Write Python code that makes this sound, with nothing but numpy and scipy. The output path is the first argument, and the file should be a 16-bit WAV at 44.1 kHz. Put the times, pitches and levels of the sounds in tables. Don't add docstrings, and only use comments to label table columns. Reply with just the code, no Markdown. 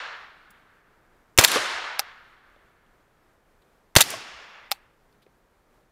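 import sys
import numpy as np
from scipy import signal
from scipy.fft import rfft, irfft
from scipy.io import wavfile
from scipy.ndimage import map_coordinates

SR = 44100
rng = np.random.default_rng(int(sys.argv[2]) if len(sys.argv) > 2 else 0)


def attenuation_scalar(level_db):
    decades = np.asarray(level_db, float) / 20
    return 10 ** decades


def persist_wave(psi):
    counts = np.round(np.clip(psi, -1, 1) * 32767).astype(np.int16)
    wavfile.write(sys.argv[1], SR, np.atleast_2d(counts).T)


N = 260631


def rms_one(x):
    return x / np.sqrt(np.mean(x ** 2) + 1e-20)


def at_hz(points, hz):
    table_hz, table_db = np.array(points).T[:2]
    return np.interp(np.log(hz), np.log(table_hz), table_db)


def ring(x, hz, t60_s):
    radius = attenuation_scalar(-60 / (max(t60_s, 1e-4) * SR))
    turn = 2 * np.pi * hz / SR
    return signal.lfilter([0, np.sin(turn)], [1, -2 * radius * np.cos(turn), radius ** 2], x)


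def low_pass(x, hz):
    return signal.lfilter(*signal.butter(2, hz, fs=SR), x)


def high_pass(x, hz):
    return signal.lfilter(*signal.butter(2, hz, "high", fs=SR), x)


def add(out, start_s, sound):
    i = round(start_s * SR)
    out[i:i + len(sound)] += sound[:N - i]


def coloured(spectrum):
    hz = np.maximum(np.arange(N // 2 + 1) * SR / N, 5)
    return rms_one(irfft(rfft(rng.standard_normal(N)) * attenuation_scalar(at_hz(spectrum, hz)), N))


def drift(rate_hz):
    steps = rng.standard_normal(400)
    return map_coordinates(steps, [np.arange(N) / SR * rate_hz], order=3)


NEAR_DB, NEAR_FALL_DB_S = -42, 45
SLOPE_S, SLOPE_RISE_DB_S, SLOPE_FALL_DB_S = .17, 110, 213
HOLLOW_FALL_DB_S, RIM_FALL_DB_S, FAR_FALL_DB_S = 13, 58.6, 17


def echo_level(age_s, slope_db, hollow_db, rim_s, far_db):
    early_s = np.clip(SLOPE_S - age_s, 0, 9)
    late_s = np.clip(age_s - SLOPE_S, 0, 9)
    past_rim_s = np.clip(age_s - rim_s, 0, 9)
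    rise_db = SLOPE_RISE_DB_S * early_s
    near = NEAR_DB - NEAR_FALL_DB_S * age_s
    slope = slope_db - rise_db - SLOPE_FALL_DB_S * late_s
    hollow = hollow_db - rise_db - HOLLOW_FALL_DB_S * age_s - RIM_FALL_DB_S * past_rim_s
    far = far_db - rise_db - FAR_FALL_DB_S * age_s
    return np.sqrt(attenuation_scalar(near) ** 2 + attenuation_scalar(slope) ** 2 + attenuation_scalar(hollow) ** 2 + attenuation_scalar(far) ** 2)


# shot_s, slope_db, hollow_db, rim_s (last return from the rim), far_db
ECHO_SHOTS = [
    (-.5, -23, -33.5, 0.59, -44.5),
    (1.385, -30, -32, 0.52, -45.5),
    (3.961, -43.5, -46, .68, -77.5),
]
# pitch_hz, density_db_per_hz
FAST_ECHO = [(59, -52), (100, -18.5), (330, -7), (1600, 0.5), (2600, -4), (3600, -3), (10500, -14),
             (16000, -31.5)]
# pitch_hz, density_db_per_hz
SLOW_ECHO = [(59, -38), (100, -6), (255, -3), (2950, 0), (3700, -6), (4800, -2), (10900, -14.5),
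             (16000, -26.5)]
# pitch_hz, extra_loss_db_per_s
ECHO_LOSS = [(100, 110.5), (280, 40.5), (500, 13.5), (1400, -2.5), (3600, 16), (6500, 41.5), (11000, 92),
             (16000, 133)]
FAR_LOSS_SHARE = .5


def echoes():
    t = np.arange(N) / SR
    out, level, age_s = np.zeros(N), np.zeros(N), np.zeros(N)
    for shot_s, *strengths in ECHO_SHOTS:
        after = t >= shot_s
        since_s = t[after] - shot_s
        level[after] = echo_level(since_s, *strengths)
        beyond_s = np.clip(since_s - strengths[2], 0, 9)
        age_s[after] = since_s - .13 - (1 - FAR_LOSS_SHARE) * beyond_s
    white = rng.standard_normal((2, N))
    together = drift(36)
    slow = t >= ECHO_SHOTS[-1][0]
    edges_hz = 70 * 2 ** np.arange(0, 8.1, 1 / 3)
    for k, (low, high) in enumerate(zip(edges_hz, edges_hz[1:])):
        sos = signal.butter(3, [low, high], "band", fs=SR, output="sos")
        band = signal.sosfilt(sos, white[k % 2])
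        hz = np.sqrt(low * high)
        colour_db = np.where(slow, at_hz(SLOW_ECHO, hz), at_hz(FAST_ECHO, hz))
        flutter_db = .5 * together + .6 * drift(25)
        out += band * attenuation_scalar(colour_db - at_hz(ECHO_LOSS, hz) * age_s + flutter_db)
    return attenuation_scalar(16.0) * level * out


# pitch_hz, density_db_per_hz
AIR = [(12, -30), (20, 1), (55, -10.5), (133, -13), (261, -14.5), (419, -13), (469, -14), (775, -17),
       (1510, -20), (2800, -30.5), (5620, -36.5), (14100, -40.5), (15800, -41.5)]
AIR_DB = -63.5
# pitch_hz, rms_db
WHINE = [(11461, -102), (13878, -96)]


def air():
    t = np.arange(N) / SR
    whine = sum(np.sqrt(2) * attenuation_scalar(db) * np.sin(2 * np.pi * hz * t) for hz, db in WHINE)
    return attenuation_scalar(AIR_DB + 0.83 * drift(12.0)) * coloured(AIR) + whine


# start_s, peak_db, pitch_hz, t60_s
THUDS = [(0.489, -58, 210, 0.068), (1.556, -17, 447, 0.035), (1.559, -17, 1150, 0.05),
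         (1.565, -15.5, 585, 0.026), (1.569, -18, 1100, 0.021), (1.574, -44, 136, 0.086),
         (1.658, -23, 1500, 0.061), (1.733, -54.5, 60, .12), (2.56, -50.5, 600, 0.024),
         (4.129, -48, 1830, .03), (4.136, -28, 658, 0.061), (4.138, -26, 1100, .03),
         (4.146, -46, 115, 0.075), (4.319, -55, 56.2, .12), (5.263, -47, 530, 0.025)]


def thuds():
    out, t = np.zeros(N), np.arange(6000) / SR
    noises = rng.standard_normal((len(THUDS), len(t)))
    for (start_s, peak_db, hz, t60_s), noise in zip(THUDS, noises):
        puff = low_pass(low_pass(noise, 5.6 * hz), 4.8 * hz)
        puff = puff * (1 - attenuation_scalar(-60 * t * hz / 3.8)) * attenuation_scalar(-60 * t * hz / 13.0)
        sound = rms_one(ring(puff, hz, t60_s)) + .4 * rms_one(puff)
        sound = high_pass(sound, .7 * hz)
        add(out, start_s, attenuation_scalar(peak_db) * sound / np.abs(sound).max())
    return out


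def contacts(rows, modes, bare_db=0):
    out, t = np.zeros(N), np.arange(9000) / SR
    shape = (len(rows), len(t))
    grains = rng.standard_normal(shape) * attenuation_scalar(1.6 * rng.exponential(1, shape))
    strengths_db = rng.normal(0, 3, (len(rows), len(modes)))
    for (start_s, peak_db, hz, rise_s, t60_s, body_db), grain, strength_db in zip(rows, grains, strengths_db):
        rise_s = max(rise_s, 1e-4)
        fall = attenuation_scalar(-60 * np.clip(t - rise_s, 0, 1) / max(t60_s, .001))
        clicks = grain * np.clip(t / rise_s, 0, 1) ** 2 * fall
        body = sum(attenuation_scalar(mode_db + d) * ring(clicks, mode_hz, mode_t60_s)
                   for (mode_hz, mode_db, mode_t60_s), d in zip(modes, strength_db))
        bare = high_pass(low_pass(clicks, 12500), 1900)
        own_ring = ring(clicks, hz, 0.0024)
        sound = attenuation_scalar(bare_db) * rms_one(bare) + attenuation_scalar(-0.5) * rms_one(own_ring) + attenuation_scalar(body_db) * rms_one(body)
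        sound = high_pass(sound, 870)
        add(out, start_s, attenuation_scalar(peak_db) * sound / np.abs(sound).max())
    return out


# start_s, peak_db, pitch_hz, t60_s
TICKS = [(.500, -56, 7500, .04), (.5006, -53, 11000, .045), (.502, -51, 14800, .04),
         (2.860, -62, 3290, .033), (3.615, -58, 3730, .05), (5.1244, -58, 4450, .015),
         (5.213, -56, 3600, .07), (5.222, -57, 4400, .045)]
TICK_RISE_SHARE, TICK_BODY_DB, TICK_BARE_DB = .14, -15, -6
# catch_s, catch_db, touch_db, rebound_db (peaks)
RESETS = [
    (1.9930, -7, -26, -17.5),
    (4.7151, -5.5, -25, -15.5),
]
TOUCH_LEAD_S, TOUCH_HZ, TOUCH_T60_S = .0041, 2500, 0.0093
CATCH_HZ, CATCH_T60_S = 4730, 0.0073
RESET_RISE_S, RESET_BODY_DB = .001, -6
# delay_s, level_db (re the reset's rebound_db), pitch_hz, t60_s
REBOUNDS = [
    (.005, 2, 5630, 0.013),
    (.011, -14.5, 6830, 0.02),
    (.016, -29, 4020, 0.13),
]
# pitch_hz, level_db, t60_s
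SEAR = [(1100, 1, 0.015), (1337, 0.5, 0.013), (2760, 6, 0.011), (4300, 3.5, 0.0051), (6000, -4, 0.0046),
        (10770, -38, 0.0087)]
# pitch_hz, level_db (re blow), t60_s
HOUSING = [(620, -21, .012), (806, -13, .034), (1270, -13, .013), (2610, -52, .2), (3900, -52, .18),
           (4550, -49, .17), (6300, -56, 0.14)]


def trigger():
    rows, blows = [], np.full(N, 1e-18)
    for catch_s, catch_db, touch_db, rebound_db in RESETS:
        steps = [(-TOUCH_LEAD_S, touch_db, TOUCH_HZ, TOUCH_T60_S), (0, catch_db, CATCH_HZ, CATCH_T60_S)]
        steps += [(delay_s, rebound_db + db, hz, t60_s) for delay_s, db, hz, t60_s in REBOUNDS]
        rows += [(catch_s + delay_s, db, hz, RESET_RISE_S, t60_s, RESET_BODY_DB)
                 for delay_s, db, hz, t60_s in steps]
        blow_s = catch_s + RESET_RISE_S
        add(blows, blow_s, [attenuation_scalar(catch_db)])
        add(blows, blow_s + REBOUNDS[0][0], [attenuation_scalar(rebound_db)])
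    knocks = sum(attenuation_scalar(db) * ring(blows, hz, t60_s) for hz, db, t60_s in HOUSING)
    knocks = high_pass(high_pass(knocks, 600), 550)
    ticks = [(start_s, db, hz, TICK_RISE_SHARE * t60_s, t60_s, TICK_BODY_DB)
             for start_s, db, hz, t60_s in TICKS]
    return contacts(rows, SEAR) + knocks + contacts(ticks, SEAR, TICK_BARE_DB)


# lead_s, peak_db, pitch_hz, t60_s
HAMMER = [
    (.0092, -5, 2700, 0.01),
    (.008, -10, 1100, 0.01),
]
HAMMER_RISE_S, HAMMER_BODY_DB = .0003, -5
# start_s, peak_db, pitch_hz,
# t60_s
BOLT = [(1.3953, -11, 5668, .04), (1.4108, -6, 1772, .008), (1.4362, -11, 3000, .02),
        (1.4381, -2, 2634, .015), (1.441, -5, 6070, 0.027), (1.4424, -8, 4054, .018),
        (1.4464, 4, 4643, .013), (1.4512, -14.5, 2403, .05), (1.4757, -13.5, 3870, .016),
        (1.4815, -14, 3450, .03), (1.5155, -11.5, 4300, .027), (1.5262, -24.5, 3980, .012),
        (3.9677, -5.5, 4860, 0.033), (3.9827, -8.5, 4470, .009), (3.9844, -11.5, 1940, 0.031),
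        (3.9959, -19.5, 1805, .023), (4.0048, -4, 2930, 0.013), (4.0068, 2, 7210, 0.008),
        (4.0094, 1, 3960, .02), (4.015, -0.5, 9286, .011), (4.0163, -3, 7338, .016),
        (4.0225, -9, 4350, .021), (4.0365, -21.5, 4790, 0.018), (4.102, -19, 10200, 0.0094),
        (4.1051, -19.5, 10000, .008), (4.112, -29, 7680, .04)]
BOLT_RISE_S, BOLT_BODY_DB = .0011, -4
# pitch_hz, level_db, t60_s
RECEIVER = [(1150, -6, 0.011), (2050, -2.5, 0.015), (2650, -6, 0.0017), (3710, -6, 0.014),
            (4440, -3, 0.0029), (6220, -4, 0.01), (7470, 1, 0.016), (9300, -7, 0.0076), (10900, -11, 0.012),
            (12700, -10, .008)]


def action():
    hammer = [(blast[0] - lead_s, db, hz, HAMMER_RISE_S, t60_s, HAMMER_BODY_DB)
              for blast in BLASTS for lead_s, db, hz, t60_s in HAMMER]
    bolt = [(start_s, db, hz, BOLT_RISE_S, t60_s, BOLT_BODY_DB) for start_s, db, hz, t60_s in BOLT]
    return contacts(hammer + bolt, RECEIVER)


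# start_s, top_db, first_baffle_hz, last_baffle_hz
BLASTS = [
    (1.3859, -1.5, 1300, 6000),
    (3.9624, -2, 1252, 5606),
]


def blasts():
    out, t = np.zeros(N), np.arange(4000) / SR
    noises = rng.standard_normal((len(BLASTS), len(t)))
    for (start_s, top_db, first_hz, last_hz), noise in zip(BLASTS, noises):
        hz = np.interp(t, [0, .0009, .0022, .0034], [first_hz, 2800, 3100, last_hz])
        jitter = 1.5 * high_pass(low_pass(noise, 3000), 300)
        pops = np.sin(2 * np.pi * np.cumsum(hz * (1 + jitter)) / SR)
        hiss = .55 * low_pass(noise[::-1], 7000)
        jet = pops * attenuation_scalar(-60 * (t / 0.04) ** 2.1) + hiss
        drive = 8.5 * attenuation_scalar(-60 * t / 0.077) * np.clip(t / 0.000057, 0, 1) ** 3
        add(out, start_s, attenuation_scalar(top_db) * np.tanh(drive * jet) * attenuation_scalar(-60 * t / 0.054))
        bounce = np.tanh(11.0 * np.sin(2 * np.pi * 560 * t + 1.7)) * attenuation_scalar(-60 * t / 0.0096)
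        add(out, start_s + .0061, attenuation_scalar(-3.5) * low_pass(bounce, 5000))
        push = attenuation_scalar(-5) * np.sin(2 * np.pi * 112 * t) * attenuation_scalar(-60 * t / 0.03)
        add(out, start_s + .0024, -push)
        deep_push = attenuation_scalar(-22.5) * np.sin(2 * np.pi * 55 * t) * attenuation_scalar(-60 * t / 0.012)
        add(out, start_s + 0.003, -deep_push)
    return out


# start_s, end_s, level_db
SLIDES = [
    (1.387, 1.455, -21.5),
    (3.986, 4.017, -22.5),
]
# pitch_hz, density_db_per_hz
SCRAPE = [(120, -38), (200, -7), (735, 2), (3560, -4), (3760, -5.5), (4860, -8), (8900, -15.5),
          (14900, -16), (16000, -20)]


def slides():
    t, gate = np.arange(N) / SR, np.zeros(N)
    for start_s, end_s, db in SLIDES:
        gate += attenuation_scalar(db) * (t > start_s) * attenuation_scalar(-60 * np.clip(t - end_s, 0, 1) / .012)
    grain = attenuation_scalar(1.1 * low_pass(rng.standard_normal(N), 500) * 2.5)
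    return gate * grain * coloured(SCRAPE)


def scene():
    gun = blasts() + action() + trigger() + slides()
    return (gun + thuds() + echoes() + air())[None]


def band_limit(x):
    return signal.sosfilt(signal.butter(12, 16650, fs=SR, output="sos"), x)


def record(dry):
    top_cut = signal.cheby2(10, 45, 15900 * 1.03, fs=SR, output="sos")
    mix = np.clip(signal.sosfilt(top_cut, dry), -1, 1)
    return band_limit(mix)


dry = scene()
out = record(dry)
persist_wave(out)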